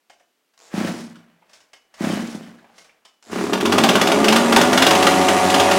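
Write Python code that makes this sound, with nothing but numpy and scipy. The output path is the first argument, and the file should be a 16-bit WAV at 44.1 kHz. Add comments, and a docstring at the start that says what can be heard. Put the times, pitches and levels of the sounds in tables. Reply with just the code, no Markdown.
"""A model buggy's small two-stroke engine, pull-started on a bench in a small, hard-walled workshop.
One microphone stands nearby. On two dead pulls the piston only chuffs air through the silencer
while the starter whirrs, and a spring draws the rattling cord back in. On the third the engine catches
and climbs to a fast idle: its firings sound the exhaust's resonances, and the stronger ones crack sharply."""
import sys
import numpy as np
from scipy import signal
from scipy.io import wavfile
from scipy.ndimage import uniform_filter1d

SR = 44100
rng = np.random.default_rng(int(sys.argv[2]) if len(sys.argv) > 2 else 0)


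def unload_wav(signal):
    """Save mono or channel-first audio to the path in sys.argv[1] as 16-bit WAV at rate SR, clipped to [-1, 1]."""
    wavfile.write(
        sys.argv[1],
        SR,
        np.round(np.clip(np.atleast_2d(signal).T, -1, 1) * 32767).astype(np.int16),
    )


N = 254898
TIME = np.arange(N) / SR

# the workshop's reverberation: f/Hz, t60/s
ROOM_DECAY = [(100, 0.7), (250, 0.68), (700, 0.39), (2000, 0.34), (5000, 0.33), (15000, 0.29)]
# low resonances of bench and room: f/Hz, width/Hz, level/dB
BENCH_MODES = [(174, 9, 2), (231, 12, 1)]
# clicks of the starter's pawl and handle: t/s, level/dB
CLICKS = [(0.0978, -41), (0.1974, -52), (0.5365, -55), (1.155, -44), (1.4935, -48), (1.5322, -38),
          (1.604, -45), (1.732, -37.5), (1.94, -39), (2.7803, -36), (2.8438, -43.5), (3.051, -39.5),
          (3.226, -46)]
# knocks of chassis and starter housing: t/s, level/dB, f/Hz
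KNOCKS = [(0.099, -44, 690), (0.199, -54, 690), (1.155, -46, 1357), (1.42, -51, 830), (1.735, -45, 720),
          (2.585, -49, 1574), (2.642, -44, 728), (2.69, -51, 900), (2.892, -47, 2330), (3.05, -51, 735)]
# jolts that ring the cooling head: t/s, level/dB
JOLTS = [(0.098, -50.5), (0.848, -31), (1.155, -51), (1.735, -43.5), (2.108, -27), (2.43, -42), (3.05, -45)]
# modes of the cooling head: f/Hz, level/dB, t60/s
HEAD_MODES = [(2961, -15, .65), (3070, -8, .12), (3214, -11, .15), (3634, -15, .17), (4737, -16, .2),
              (5400, -14, .15), (8500, -20, .16)]
# slack cord drawn out before each pull: t/s, level/dB
ZIPS = [(.577, -44), (1.944, -55), (3.226, -43)]
# pulls, timed at the first compression: t/s, level/dB, stroke/s, coasting fade/(dB/s)
PULLS = [(0.742, -1.5, .14, 98), (2.007, -0.6, 0.13, 47), (3.313, -2, 0.14, 73)]
# peaks of the cord's return, as the arm turns and as the handle comes home: t/s, level/dB
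REWINDS = [(1.0, 11), (1.55, -1.5), (2.32, 6.5), (2.8, 0.5)]
# crank speed, one curve for each dead pull: t/s, f/Hz
DEAD_SPEEDS = [
    [(.74, 23), (.795, 31), (.87, 23.6), (.92, 19), (1.06, 12), (1.25, 9.3), (1.4, 0)],
    [(2.008, 28.2), (2.055, 35), (2.115, 30.5), (2.2, 19), (2.28, 14.6), (2.35, 17.5), (2.45, 13.5),
     (2.55, 9.8), (2.8, 0)],
]
# crank speed from the pull that catches: t/s, f/Hz
RUN_SPEED = [(3.268, 32), (3.33, 32), (3.37, 39), (3.47, 34), (3.62, 41), (3.8, 54), (4, 65.6),
             (4.18, 70.7), (4.27, 70.8), (4.43, 79.2), (4.56, 76.8), (4.69, 84), (4.77, 84), (4.85, 91),
             (4.92, 92.8), (5.13, 93.2), (5.48, 92.3), (5.68, 93.9)]
# exhaust resonances that pick out the crank's harmonics: f/Hz, width/Hz, level/dB
PIPE_MODES = [(101.6, 24, -38), (226, 23.4, -17.5), (259, 32, -25), (395, 70, -30), (562, 60, -25.5),
              (651, 30, -35), (744, 22, -21.8), (840, 30, -34), (935, 30, -29.5), (1110, 40, -37)]
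# strong firings: t/s, level/dB
CRACKS = [(3.532, -15), (3.6073, -18), (3.655, -13.5), (3.7218, -10.5), (3.7816, -9), (3.8364, -6.5),
          (3.8892, -7.5), (3.9532, -10), (4.013, -9), (4.0715, -11.5), (4.117, -12.5), (4.2428, -11),
          (4.2824, -7), (4.3241, -8.5), (4.36, -7.5), (4.5242, -9), (4.562, -3.5), (4.612, -8),
          (4.729, -11), (4.7745, -6.5), (4.8211, -5.5), (4.8645, -5), (4.9077, -7), (4.9512, -12),
          (5.0263, -11), (5.0676, -6), (5.2106, -18.5), (5.284, -10), (5.5, -14), (5.5418, -9),
          (5.597, -8.5), (5.7129, -10.5)]
# the metal pipe's ring after a strong firing: f/Hz, width/Hz, level/dB
CLANG_MODES = [(2580, 850, -7.5), (3395, 230, -6.5)]
# spectra of the sources: f/Hz, relative level/dB
AIR_COLOUR = [(30, -39), (100, -24), (250, -2), (700, -5.5), (3000, -9.5), (8000, -16), (16000, -20)]
CLICK_COLOUR = [(80, -17), (700, 2.5), (3100, 1.5), (4100, -4.5), (5300, 1.5), (9000, -9.5),
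                (12000, -21.5)]
EYELET_COLOUR = [(100, -27), (500, 1), (2000, -7), (6000, -7), (7200, -1), (8800, -14), (16000, -31)]
DRUM_COLOUR = [(100, -15), (400, -1.5), (600, 3), (1200, -1.5), (1700, -1), (3000, -8), (4500, -17),
               (9000, -27.5)]
CORD_COLOUR = [(1500, -22), (3500, -2.5), (5500, -1), (7300, -4.5), (10000, -9.5), (12500, -20),
               (16000, -39)]
CHUFF_COLOUR = [(30, -72), (70, -64), (100, -3.5), (130, -15), (170, 3.5), (225, 3.5), (285, 1.5),
                (410, -5), (490, -14), (620, -10.5), (1000, -25), (16000, -55)]
CRACK_COLOUR = [(30, -28.5), (90, -11), (140, -3), (220, 4.5), (700, 8.5), (1250, 7.5), (1700, 3.5),
                (3100, 0), (4200, -4), (5400, -4.5), (10000, -15.5), (16000, -24)]
THUD_COLOUR = [(30, -39), (65, -24.5), (92, 7), (130, -33), (400, -54)]
THRUM_COLOUR = [(30, -90), (75, -23), (138, -20.5), (185, -6), (260, 2), (320, -3.5), (410, 4), (480, -12),
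                (1200, -15.5), (8000, -54)]
BARK_COLOUR = [(250, -37.5), (490, -9.5), (570, 10), (730, 8), (950, 2.5), (1200, 5), (1550, -18),
               (2600, -9.5), (6000, -54)]
HISS_COLOUR = [(300, -20), (1000, 7), (1800, 12.5), (3000, 6), (4200, 4), (7000, 1.5), (10000, -3),
               (16000, -19.5)]

CATCH_S, IDLE_HZ = 3.33, 93


def amp(db):
    """Decibels to gain."""
    return 10 ** (np.asarray(db) / 20)


def unit(x):
    """Scales to an rms of one."""
    return x / np.sqrt(np.mean(x ** 2) + 1e-20)


def drift(samples):
    """Slow noise of unit rms, smoothed over so many samples."""
    return unit(uniform_filter1d(rng.standard_normal(N), size=samples))


def curve_at(points, hz):
    """Reads a curve on a log-frequency axis."""
    f, value = np.transpose(points)
    return np.interp(np.log(hz + 1), np.log(f + 1), value)


def colour(x, points, size=4096):
    """A causal filter of unit energy with the given spectrum."""
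    log_gain = np.log(amp(curve_at(points, abs(np.fft.fftfreq(size, 1 / SR)))))
    minimum_phase = np.exp(np.conj(signal.hilbert(log_gain)))
    taps = np.fft.ifft(minimum_phase).real[:size // 2]
    return signal.oaconvolve(x, taps / np.linalg.norm(taps))[:N]


def resonate(x, modes):
    """Rings one resonator for each row of f/Hz, width/Hz, level/dB."""
    return sum(amp(db) * signal.lfilter(*signal.iirpeak(hz, hz / width, SR), x)
               for hz, width, db in modes)


def place(rows, shape):
    """Starts a copy of the shape at each row of t/s, level/dB."""
    s, db = np.transpose(rows)
    impulses = np.bincount((s * SR).astype(int), amp(db), N)[:N]
    return signal.oaconvolve(impulses, shape)[:N]


def bursts(rows, hold_s, fall_s, rise_s):
    """A puff of noise for each row: it rises, holds and dies away."""
    t = np.arange(SR // 5) / SR
    shape = (1 - np.exp(-t / rise_s)) * np.exp(-np.maximum(t - hold_s, 0) / fall_s)
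    return place(rows, shape) * rng.standard_normal(N)


def swell(peak_s, hold_s, rise, fade):
    """A gain that climbs, holds and dies away; rise and fade in dB/s."""
    return amp(-rise * np.maximum(peak_s - TIME, 0) - fade * np.maximum(TIME - peak_s - hold_s, 0))


def room_tone():
    """The quiet air of the workshop, all round the microphone."""
    return amp(-70.5) * colour(rng.standard_normal(N), AIR_COLOUR)


def room(x, wet_db):
    """Dense wall reflections reach the microphone after the direct sound; each band has its own decay."""
    size = SR * 3 // 4
    taps = rng.standard_normal(size) * (rng.random(size) < 4000 / SR)
    taps[:SR // 300] = 0  # gap before the first reflection
    hz, t, spectrum = signal.stft(taps, SR, nperseg=256)
    decay = amp(-60 * t / curve_at(ROOM_DECAY, hz)[:, None])
    tail = signal.istft(spectrum * decay, SR, nperseg=256)[1]
    wet = signal.oaconvolve(x, tail / np.linalg.norm(tail))[:N]
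    return (x + amp(wet_db) * wet) / np.sqrt(1 + amp(wet_db) ** 2)


def boom(x):
    """Bench and room hang on to the low end of each puff."""
    return x + resonate(x, BENCH_MODES)


def knock(s, db, hz, q=5.5):
    """A bumped plastic part: a brief scuffle through a broad resonance and a fainter one above."""
    scuffle = bursts([(s, db)], hold_s=.0075, fall_s=.0093, rise_s=.00079)
    return sum(gain * signal.lfilter(*signal.iirpeak(f, q, SR), scuffle) * np.sqrt(SR / f)
               for f, gain in [(hz, 1), (hz * 2.4, amp(-10))])


def handling():
    """On the bench, pawl and handle tick, plastic parts knock, and jolts ring the cooling head."""
    t = np.arange(SR) / SR
    ring = sum(amp(db - 60 * t / t60) * np.sin(2 * np.pi * hz * t) for hz, db, t60 in HEAD_MODES)
    ticks = colour(bursts(CLICKS, hold_s=.0049, fall_s=.0097, rise_s=.00029), CLICK_COLOUR)
    knocks = sum(knock(*row) for row in KNOCKS)
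    knocks = signal.lfilter(*signal.butter(2, [400, 3200], "band", fs=SR), knocks)
    return room(amp(-6) * ticks, wet_db=-1.5) + room(knocks, wet_db=-6) + place(JOLTS, ring)


def slack_cord(start_hz=62, climb_hz_per_s=1500, tick_s=.0025, length_s=.095):
    """Before each pull the loose cord ticks out through its eyelet, faster and faster, into a zip."""
    t = np.arange(SR // 5) / SR
    tick_count = start_hz * t + climb_hz_per_s * t ** 2 / 2
    age_s = (tick_count % 1) / (start_hz + climb_hz_per_s * t)
    fade = amp(-306 * np.maximum(t - length_s, 0))
    slide = place(ZIPS, np.exp(-age_s / tick_s) * fade) * rng.standard_normal(N)
    return room(colour(slide, EYELET_COLOUR), wet_db=-2)


def pulling(db, delay_s, fade_scale):
    """Gain of a starter part: up as the arm takes the load, down as the crank coasts."""
    gain = np.zeros(N)
    for s, pull_db, stroke_s, fade in PULLS:
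        spin_up = swell(s + .068, 0, rise=47, fade=0)  # the drum gains speed past the first compression
        stroke = swell(s + delay_s, stroke_s - delay_s, rise=362, fade=fade * fade_scale)
        gain += amp(db + pull_db) * spin_up * stroke
    return gain


def rewinding(db, rise, fade):
    """Gain of a starter part while the spring draws the cord home."""
    return sum(amp(db + surge_db) * swell(s, 0, rise, fade) for s, surge_db in REWINDS)


def rubbing(grains, grit, snag_db):
    """Gritty noise that wavers as the cord catches and slips many times a second."""
    return unit((rng.standard_normal(N) + grit * unit(grains)) * amp(snag_db * drift(350)))


def starter():
    """The ratchet rattles over the spinning drum and the cord scratches through its guide."""
    teeth, fibres = (rng.random((2, N)) < 400 / SR) * rng.standard_normal((2, N))
    drum_gain = pulling(-30, delay_s=.012, fade_scale=1.44) + rewinding(-60, rise=68, fade=56)
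    cord_gain = pulling(-38, delay_s=.016, fade_scale=1.42) + rewinding(-55, rise=260, fade=177)
    whirr = colour(rubbing(teeth, grit=.45, snag_db=1.5) * drum_gain, DRUM_COLOUR)
    scratch = colour(rubbing(fibres, grit=.41, snag_db=2) * cord_gain, CORD_COLOUR)
    return room(whirr + scratch, wet_db=-10.5)


def crank(speed):
    """Crank angle in turns and speed in Hz along a speed curve."""
    hz = np.interp(TIME, *np.transpose(speed), left=0)
    return np.cumsum(hz) / SR, hz


def puffs(turns, hz, uneven_db, gas, decay_s):
    """Each turn the port opens: a pressure pulse of uneven strength and a short rush of gas."""
    cycle = np.ceil(turns).astype(int)
    strength = amp(uneven_db * np.clip(rng.standard_normal(N), -2, 2))[cycle]
    pulse = np.diff(cycle, prepend=0) * np.sqrt(SR / (hz + 1))
    age_s = (turns % 1) / (hz + 1)
    rush = np.exp(-age_s / decay_s) * np.sqrt(2 / (decay_s * (hz + 1))) * rng.standard_normal(N)
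    return strength * (pulse + gas * rush) * (hz > 0) / np.sqrt(1 + gas ** 2)


def dead_pulls(leak_hz=21.4):
    """The piston pumps unburnt air through the silencer; below leak_hz the air leaks out quietly."""
    air = np.zeros(N)
    for speed in DEAD_SPEEDS:
        turns, hz = crank(speed)
        pressure = (hz / leak_hz) ** 5.46
        air += puffs(turns, hz, uneven_db=.7, gas=.25, decay_s=.012) * pressure / (1 + pressure)
    return amp(-23) * room(boom(colour(air, CHUFF_COLOUR)), wet_db=-6.5)


def caught(hz):
    """Gain of the engine as it comes in on the last pull, its first turns still weak."""
    return swell(CATCH_S, 0, rise=495, fade=0) * (hz > 0)


def growing(hz, idle_db, db_per_octave):
    """Gain of an engine voice that grows with crank speed."""
    return caught(hz) * amp(idle_db + db_per_octave * np.log2(np.maximum(hz, 1) / IDLE_HZ))


def peaking(hz, top_db, best_hz, loss_db):
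    """Gain of an exhaust voice, down by loss_db an octave either side of its best crank speed."""
    return caught(hz) * amp(top_db - loss_db * np.log2(np.maximum(hz, 1) / best_hz) ** 2)


def cracks():
    """Now and then a full charge bursts out with a short rising zing; the metal pipe clangs after it."""
    blast = bursts(CRACKS, hold_s=.006, fall_s=.008, rise_s=.0003)
    glide_hz = np.geomspace(2400, 3900, SR // 140)
    zing = np.sin(2 * np.pi * np.cumsum(glide_hz) / SR) * signal.windows.tukey(len(glide_hz), .5)
    bang = amp(-1.5) * colour(blast, CRACK_COLOUR)
    return room(bang + resonate(blast, CLANG_MODES) + place(CRACKS, amp(-4) * zing), wet_db=-3)


def exhaust_note():
    """Straight from pipe to microphone: the crank's harmonics swell as they climb through resonances."""
    turns, hz = crank(RUN_SPEED)
    turns += .003 * drift(1500)  # slight phase wobble
    grid_hz = np.arange(SR // 20)
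    response = sum(amp(db) / (1 + (2 * (grid_hz - centre) / width) ** 4)
                   for centre, width, db in PIPE_MODES)
    note = np.zeros(N)
    for k in range(1, 15):
        gain = growing(hz, idle_db=.7, db_per_octave=1.4 * k)  # high harmonics come in last
        note += gain * np.interp(k * hz, grid_hz, response) * np.cos(2 * np.pi * (k * turns + rng.random()))
    return np.sqrt(2) * note


def engine():
    """Firings drive the port's thud, the silencer's thrum, the pipe's bark and the mechanism's hiss."""
    turns, hz = crank(RUN_SPEED)
    turbulence = (hz / 56) ** 2  # clean chuffs when slow, a ragged rush at speed
    exhaust = puffs(turns, hz, uneven_db=.8, gas=turbulence, decay_s=.005)
    blowdown = puffs(turns, hz, uneven_db=1, gas=2.2, decay_s=.007)
    clatter = puffs(turns, hz, uneven_db=1, gas=8, decay_s=.012)
    thud = colour(exhaust * growing(hz, idle_db=-47, db_per_octave=1.5), THUD_COLOUR)
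    thrum = colour(exhaust * peaking(hz, top_db=-19.5, best_hz=59.7, loss_db=6.3), THRUM_COLOUR)
    bark = colour(blowdown * peaking(hz, top_db=-21.3, best_hz=92, loss_db=8), BARK_COLOUR)
    hiss = colour(clatter * growing(hz, idle_db=-23, db_per_octave=11.7), HISS_COLOUR)
    return thud + room(boom(thrum) + bark + hiss, wet_db=-3)


def scene():
    """Everything on the bench over the room tone, in mono at the microphone."""
    air = room_tone()
    motor = dead_pulls() + engine() + exhaust_note() + cracks()
    return (air + motor + slack_cord() + starter() + handling())[None]


def record(dry, ceiling=.7, edge_hz=16100):
    """The microphone rounds off the loudest peaks; the treble ends at edge_hz."""
    rounded = dry / (1 + (dry / ceiling) ** 6) ** (1 / 6)
    lowpass = signal.firwin(511, edge_hz, window=("kaiser", 9), fs=SR)
    return signal.oaconvolve(rounded, lowpass[None], "same")


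dry = scene()
out = record(dry)
unload_wav(out)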